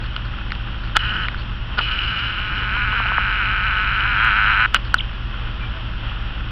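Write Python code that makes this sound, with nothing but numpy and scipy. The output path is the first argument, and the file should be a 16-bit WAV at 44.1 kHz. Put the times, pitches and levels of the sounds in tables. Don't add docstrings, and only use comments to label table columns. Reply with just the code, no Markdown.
import sys
import numpy as np
from scipy import signal
from scipy.fft import rfft, irfft
from scipy.io import wavfile

SR = 44100
rng = np.random.default_rng(int(sys.argv[2]) if len(sys.argv) > 2 else 0)


def master(y):
    cut = np.clip(np.atleast_2d(y).T, -1, 1)
    pcm = np.round(cut * 32767)
    wavfile.write(sys.argv[1], SR, pcm.astype(np.int16))


N = 287091
TIME = np.arange(N) / SR
ZOOM_IN_S, ZOOM_OUT_S = (0.99, 1.27), (1.81, 4.66)
LAST_STRETCH_S = 4.16


def zoom_motor(span, load, cruise_hz, glide_hz, slide_s, grit, flutter_db, scrape_db, rasp_db,
               knock_spread_db=1, scrape_spread_db=3, reach=0.296):
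    # (start [s], length [s], extra step rate [Hz])
    surges = [(1.12, 0.071, 12.4), (1.87, 0.098, 20.4), (1.99, 0.39, 26.7), (2.71, .17, 27),
              (2.93, .11, 15.6), (3.36, .11, 19), (3.64, .08, 21.3), (3.89, 0.091, 10.9), (4.01, .16, 26),
              (4.17, .15, 26.7), (4.34, 0.091, 18.8), (4.45, 0.093, 23), (4.57, .14, 28)]
    # (frequency [Hz], gain [dB])
    knock_spectrum = [(250, -55.5), (500, -36.5), (730, -27), (898, -16), (960, -17.5), (1025, -12),
                      (1130, -17), (1291, -1.5), (1375, -1.5), (1500, 2), (1600, -2.5), (1690, -5),
                      (1860, -7.5), (3200, -48.5)]
    scrape_spectrum = [(1200, -19), (1950, 1.5), (2130, -5.5), (2330, -3), (3080, -6), (3300, -19),
                       (3650, -11.5), (4020, 3), (4350, -6.5), (5600, -20.5)]
    rasp_spectrum = [(1200, -32), (2100, -21.5), (2450, -5), (2720, -4), (2930, 6.5), (3080, -0.5),
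                     (3280, -13.5), (3480, -16.5), (3680, -25), (4020, -14.5), (4400, -24.5), (5000, -26.5),
                     (5700, -33.5)]
    creep_hz_per_s, surge_db_per_hz = 2.2, 0.0457
    seated_s, seating_s, slack_s = 2.444, 0.16, 0.00012
    running = (TIME > span[0]) & (TIME < span[1])
    surge_hz = humps(surges, taper=0.7)
    step_hz = cruise_hz + creep_hz_per_s * (TIME - span[0]) + surge_hz
    steps = np.cumsum(step_hz * running) / SR
    loose = np.clip((seated_s - TIME) / seating_s, 0, 1)
    last_stretch = TIME > LAST_STRETCH_S
    wobble = np.cos(2 * np.pi * steps / np.where(last_stretch, 2, 3))
    wobble_db = np.where(last_stretch, 3, 1) * wobble
    knocks, scrapes = np.zeros((2, N))
    for k, i in enumerate(np.flatnonzero(np.diff(np.floor(steps)))):
        late, hardness, friction, pitch = rng.standard_normal(4)
        s = TIME[i] + slack_s * (1 + loose[i]) * late
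        way = (-1) ** k
        add(knocks, s, way * amp([knock_spread_db * np.tanh(hardness) - wobble_db[i]]))
        travel = 1 + reach * wobble[i] + 0.03 * pitch
        tooth_slide = glide(glide_hz[0], glide_hz[1] * travel, slide_s * travel)
        add(scrapes, s, way * amp(scrape_spread_db * friction + 2.5 * wobble[i]) * tooth_slide)
    contact = np.exp(-(steps % 1) / 0.5)
    knocks = unit(knocks) + grit * unit(contact * running * rng.standard_normal(N))
    flutter = amp(flutter_db * drift(60) + 1.3 * wobble)
    rasp = (contact + 0.41) * running * flutter * rng.standard_normal(N)
    load_db = np.interp(TIME, *np.transpose(load)) + surge_db_per_hz * surge_hz
    layers = [(colour(knocks, knock_spectrum), load_db),
              (colour(scrapes, scrape_spectrum), scrape_db + 0.89 * load_db),
              (colour(rasp, rasp_spectrum), rasp_db + 6 * loose)]
    return sum(amp(db) * x / np.std(x[running]) for x, db in layers)


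def whine(hz=3226, db=-34, fade_db_per_s=22):
    gate = humps([(LAST_STRETCH_S, ZOOM_OUT_S[1] - LAST_STRETCH_S, 1)], taper=0.1)
    level = amp(db - fade_db_per_s * np.maximum(TIME - LAST_STRETCH_S, 0))
    return gate * level * np.sqrt(2) * np.sin(2 * np.pi * hz * TIME)


def clacks_and_taps(touch_gap_s=0.0048, bounce_gap_s=0.0052):
    # (time [s], level [dB], brightness [dB], body [dB], rattle [s], lead-in [dB], bounce [dB])
    clacks = [(.967, 5.5, 4.5, -11, 0.0029, -8.5, -36), (1.789, -3.5, 4.5, 1, 0.0032, -3.5, -11),
              (4.7451, 4.5, 7.5, -11, 0.00072, -21, -10), (4.9423, 5.5, -4, 20, 0.00066, -46, -32)]
    # (time [s], level [dB], brightness [dB])
    taps = [(.164, -9, 8.5), (.386, -20, -1.5), (.506, -18, 18), (0.52, -8.5, 10.5), (.552, -20, 13),
            (1.2845, -6.5, 13), (1.345, -16.5, -9), (5.936, -21, -2), (6.118, -22, -8)]
    # (frequency [Hz], gain [dB])
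    radiation = [(150, -6.5), (500, -10), (850, -6), (1300, 0.5), (5200, -2.5), (6500, -6)]
    out = np.zeros(N)
    for s, db, bright_db in taps:
        add(out, s, click(db, bright_db, body_db=-6, rattle_s=0.0009))
    for s, db, bright_db, body_db, rattle_s, lead_db, bounce_db in clacks:
        add(out, s, click(db, bright_db, body_db, rattle_s))
        for k in range(3):
            touch = click(db + lead_db - 6 * k, bright_db - 6 * k, body_db, rattle_s)
            add(out, s - (k + 1) * touch_gap_s, touch)
        for k in range(4):
            bounce = click(db + bounce_db - 1.4 * k, bright_db, body_db, rattle_s=0.0039)
            add(out, s + (k + 1) * bounce_gap_s, bounce)
    return colour(out, radiation)


def click(db, bright_db, body_db, rattle_s, chatter=0.63, size=900):
    force = chatter * rng.standard_normal(size) * np.exp(-TIME[:size] / rattle_s) / np.sqrt(SR / 2000)
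    force[0] += 1
    ring = signal.fftconvolve(force, case_ring(bright_db, body_db))
    crack = signal.lfilter(*signal.butter(3, (1812, 3000), "bandpass", fs=SR), force)
    add(ring, 0, amp(-9 + bright_db / 2) * abs(ring).max() * crack / abs(crack).max())
    return amp(db) * ring / abs(ring).max()


def case_ring(bright_db, body_db):
    # (frequency [Hz], level [dB], time to fall 60 dB [s])
    modes = [(332, -33.5, 0.01), (790, -21, 0.0091), (1025, -13, 0.0066), (1366, -3.5, 0.017),
             (1464, 5, .016), (1644, -5.5, 0.013), (2610, -7, 0.0091), (2885, -0.5, 0.012),
             (3273, -14.5, 0.013), (3820, -9.5, .005), (5320, -10.5, .003)]
    t = TIME[:1800]
    contact_s = 0.00013 * amp(-bright_db / 3)
    ring = np.zeros(len(t))
    for hz, db, t60 in modes:
        struck_db = db + bright_db * (hz > 2000) + body_db * (hz < 1200)
        ring += amp(struck_db - 60 * t / t60) * np.cos(2 * np.pi * hz * t)
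    return ring * (1 - np.exp(-(t / contact_s) ** 2 / 2))


def thuds(end_hz=513, length_s=0.006, fade_db=16):
    # (time [s], peak level [dB], starting pitch [Hz])
    knocks = [(1.804, -21, 1215), (2.765, -19.5, 1400), (2.927, -17, 1400), (2.999, -10.5, 1703),
              (3.057, -22.5, 1000), (3.1168, -11.5, 1510), (3.18, -4, 1903)]
    out = np.zeros(N)
    for s, db, hz in knocks:
        fall = glide(hz, end_hz, length_s)
        fall *= amp(np.linspace(0, -fade_db, len(fall)))
        add(out, s, amp(db) * fall / abs(fall).max())
    return out


def chirps():
    # (start [s], length [s], starting pitch [Hz], final pitch [Hz], level [dB])
    tones = [(4.979, .022, 4430, 2380, -22), (4.997, 0.0098, 2450, 2050, -26.5),
             (5.004, 0.0077, 2530, 3620, -17.5), (5.581, 0.11, 2400, 2340, -37.5),
             (5.719, 0.11, 667, 635, -44)]
    out = np.zeros(N)
    for s, length, start_hz, end_hz, db in tones:
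        hz = np.geomspace(start_hz, end_hz, round(length * SR))
        tone = np.sqrt(2) * np.sin(2 * np.pi * np.cumsum(hz) / SR)
        add(out, s, amp(db) * np.hanning(len(hz)) * tone)
    return out


def handling_ticks(per_s=90, db=-43, spread_db=3):
    onsets = rng.random(N) < per_s / SR
    blows = onsets * amp(spread_db * np.minimum(rng.exponential(1, N), 2.5))
    return amp(db) * unit(signal.oaconvolve(blows, case_ring(bright_db=-12, body_db=0))[:N])


def finger_rubs(grain_db=3):
    # (start [s], length [s], level [dB])
    slides = [(.01, 0.08, -42), (0.236, 0.048, -41), (0.765, .17, -45), (1.347, 0.11, -40.5),
              (4.834, 0.064, -41)]
    # (frequency [Hz], gain [dB])
    spectrum = [(500, -19), (1400, -0.5), (2200, -8), (3100, -7.5), (4400, -3.5), (5600, -26)]
    pressure = humps([(s, length, amp(db)) for s, length, db in slides])
    friction = rng.standard_normal(N) * amp(grain_db * drift(150))
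    return pressure * unit(colour(friction, spectrum))


def hum(waver_rad=0.3):
    # (frequency [Hz], rms level [dB])
    partials = [(41.2, -29), (50, -40.5), (55, -40), (61, -33), (82, -43.5), (113, -36), (118, -42),
                (206.5, -50), (333.5, -54.5), (4505, -65.5)]
    lines = []
    for hz, db in partials:
        phase = 2 * np.pi * (hz * TIME + rng.random()) + waver_rad * drift(4.1)
        lines.append(np.sqrt(2) * amp(db) * np.sin(phase))
    dip_start_s, dip_length_s, dip_db = 1.95, 0.7, -10
    lines[0] *= amp(humps([(dip_start_s, dip_length_s, dip_db)]))
    return sum(lines)


def rumble(db=-32.5):
    # (frequency [Hz], gain [dB])
    spectrum = [(8, -1.5), (26, 2.5), (60, -7.5), (110, -5.5), (140, -9), (205, -12), (260, -15.5),
                (400, -24), (700, -40.5)]
    # (start [s], length [s], rise [dB])
    swells = [(1.1, .16, 4.5), (2.47, 0.18, 4)]
    return amp(db + humps(swells)) * unit(colour(rng.standard_normal(N), spectrum))


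def hiss(db=-36, flutter_db=0.88):
    # (frequency [Hz], gain [dB])
    spectrum = [(210, -32), (350, -17), (480, -9), (644, -7), (708, -12), (795, -4.5), (902, -7.5),
                (1000, -3.5), (1200, -3.5), (1330, -0.5), (2110, -9), (2300, -11), (2550, -3), (3150, -1.5),
                (4320, -24.5), (5620, -53.5), (9500, -120)]
    return amp(db + flutter_db * drift(6.7)) * unit(colour(rng.standard_normal(N), spectrum))


def amp(db):
    return 10 ** (np.asarray(db) / 20)


def unit(x):
    return x / np.sqrt(np.mean(x ** 2) + 1e-20)


def add(mix, s, sound):
    part = mix[round(s * SR):][:len(sound)]
    part += sound[:len(part)]


def glide(start_hz, end_hz, length_s):
    hz = np.linspace(start_hz, end_hz, int(np.ceil(length_s * SR)))
    return np.sin(2 * np.pi * np.cumsum(hz) / SR) * signal.windows.tukey(len(hz), 0.5)


def humps(rows, taper=1):
    out = np.zeros(N)
    for s, length, height in rows:
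        add(out, s, height * signal.windows.tukey(round(length * SR), taper))
    return out


def drift(hz):
    rolloff = 1 + (np.fft.rfftfreq(N, 1 / SR) / hz) ** 4
    return unit(irfft(rfft(rng.standard_normal(N)) / rolloff, N))


def colour(x, spectrum, size=8192):
    hz, db = np.transpose(spectrum)
    bin_hz = abs(np.fft.fftfreq(size, 1 / SR))
    log_gain = np.log(amp(np.interp(np.log(bin_hz + 1), np.log(hz + 1), db)))
    ring = np.fft.ifft(np.exp(np.conj(signal.hilbert(log_gain)))).real[:size // 2]
    return signal.oaconvolve(x, ring)[:N]


def low_pass(x, hz):
    return signal.oaconvolve(x, signal.firwin(301, hz, window=("kaiser", 9), fs=SR), "same")


def scene():
    # (time [s], level [dB])
    loads = [
        [(1.0, -31), (1.028, -26), (1.136, -27.5), (1.15, -26.5), (1.254, -26.5), (1.27, -39)],
        [(1.82, -37), (1.87, -29), (2.34, -29), (2.94, -21.5), (4.16, -21), (4.18, -18), (4.65, -17.5)],
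    ]
    zoom_in = zoom_motor(ZOOM_IN_S, loads[0], cruise_hz=202.7, glide_hz=(3060, 2370), slide_s=0.0052,
                         grit=0.3, flutter_db=2.5, scrape_db=-12.5, rasp_db=-35.5)
    zoom_out = zoom_motor(ZOOM_OUT_S, loads[1], cruise_hz=194.2, glide_hz=(1750, 3093), slide_s=0.0028,
                          grit=0.34, flutter_db=2, scrape_db=-8.5, rasp_db=-32.5,
                          knock_spread_db=2.1, scrape_spread_db=1.55, reach=0.1)
    camera = zoom_in + zoom_out + whine() + clacks_and_taps() + thuds()
    handling = handling_ticks() + finger_rubs()
    return (camera + handling + chirps() + hum() + rumble() + hiss())[None]


def record(dry, band_hz=5700, ceiling=0.79, edge_hz=15800):
    clipped = np.clip(low_pass(dry[0], band_hz), -ceiling, ceiling)
    return low_pass(clipped, edge_hz)[None]


dry = scene()
out = record(dry)
master(out)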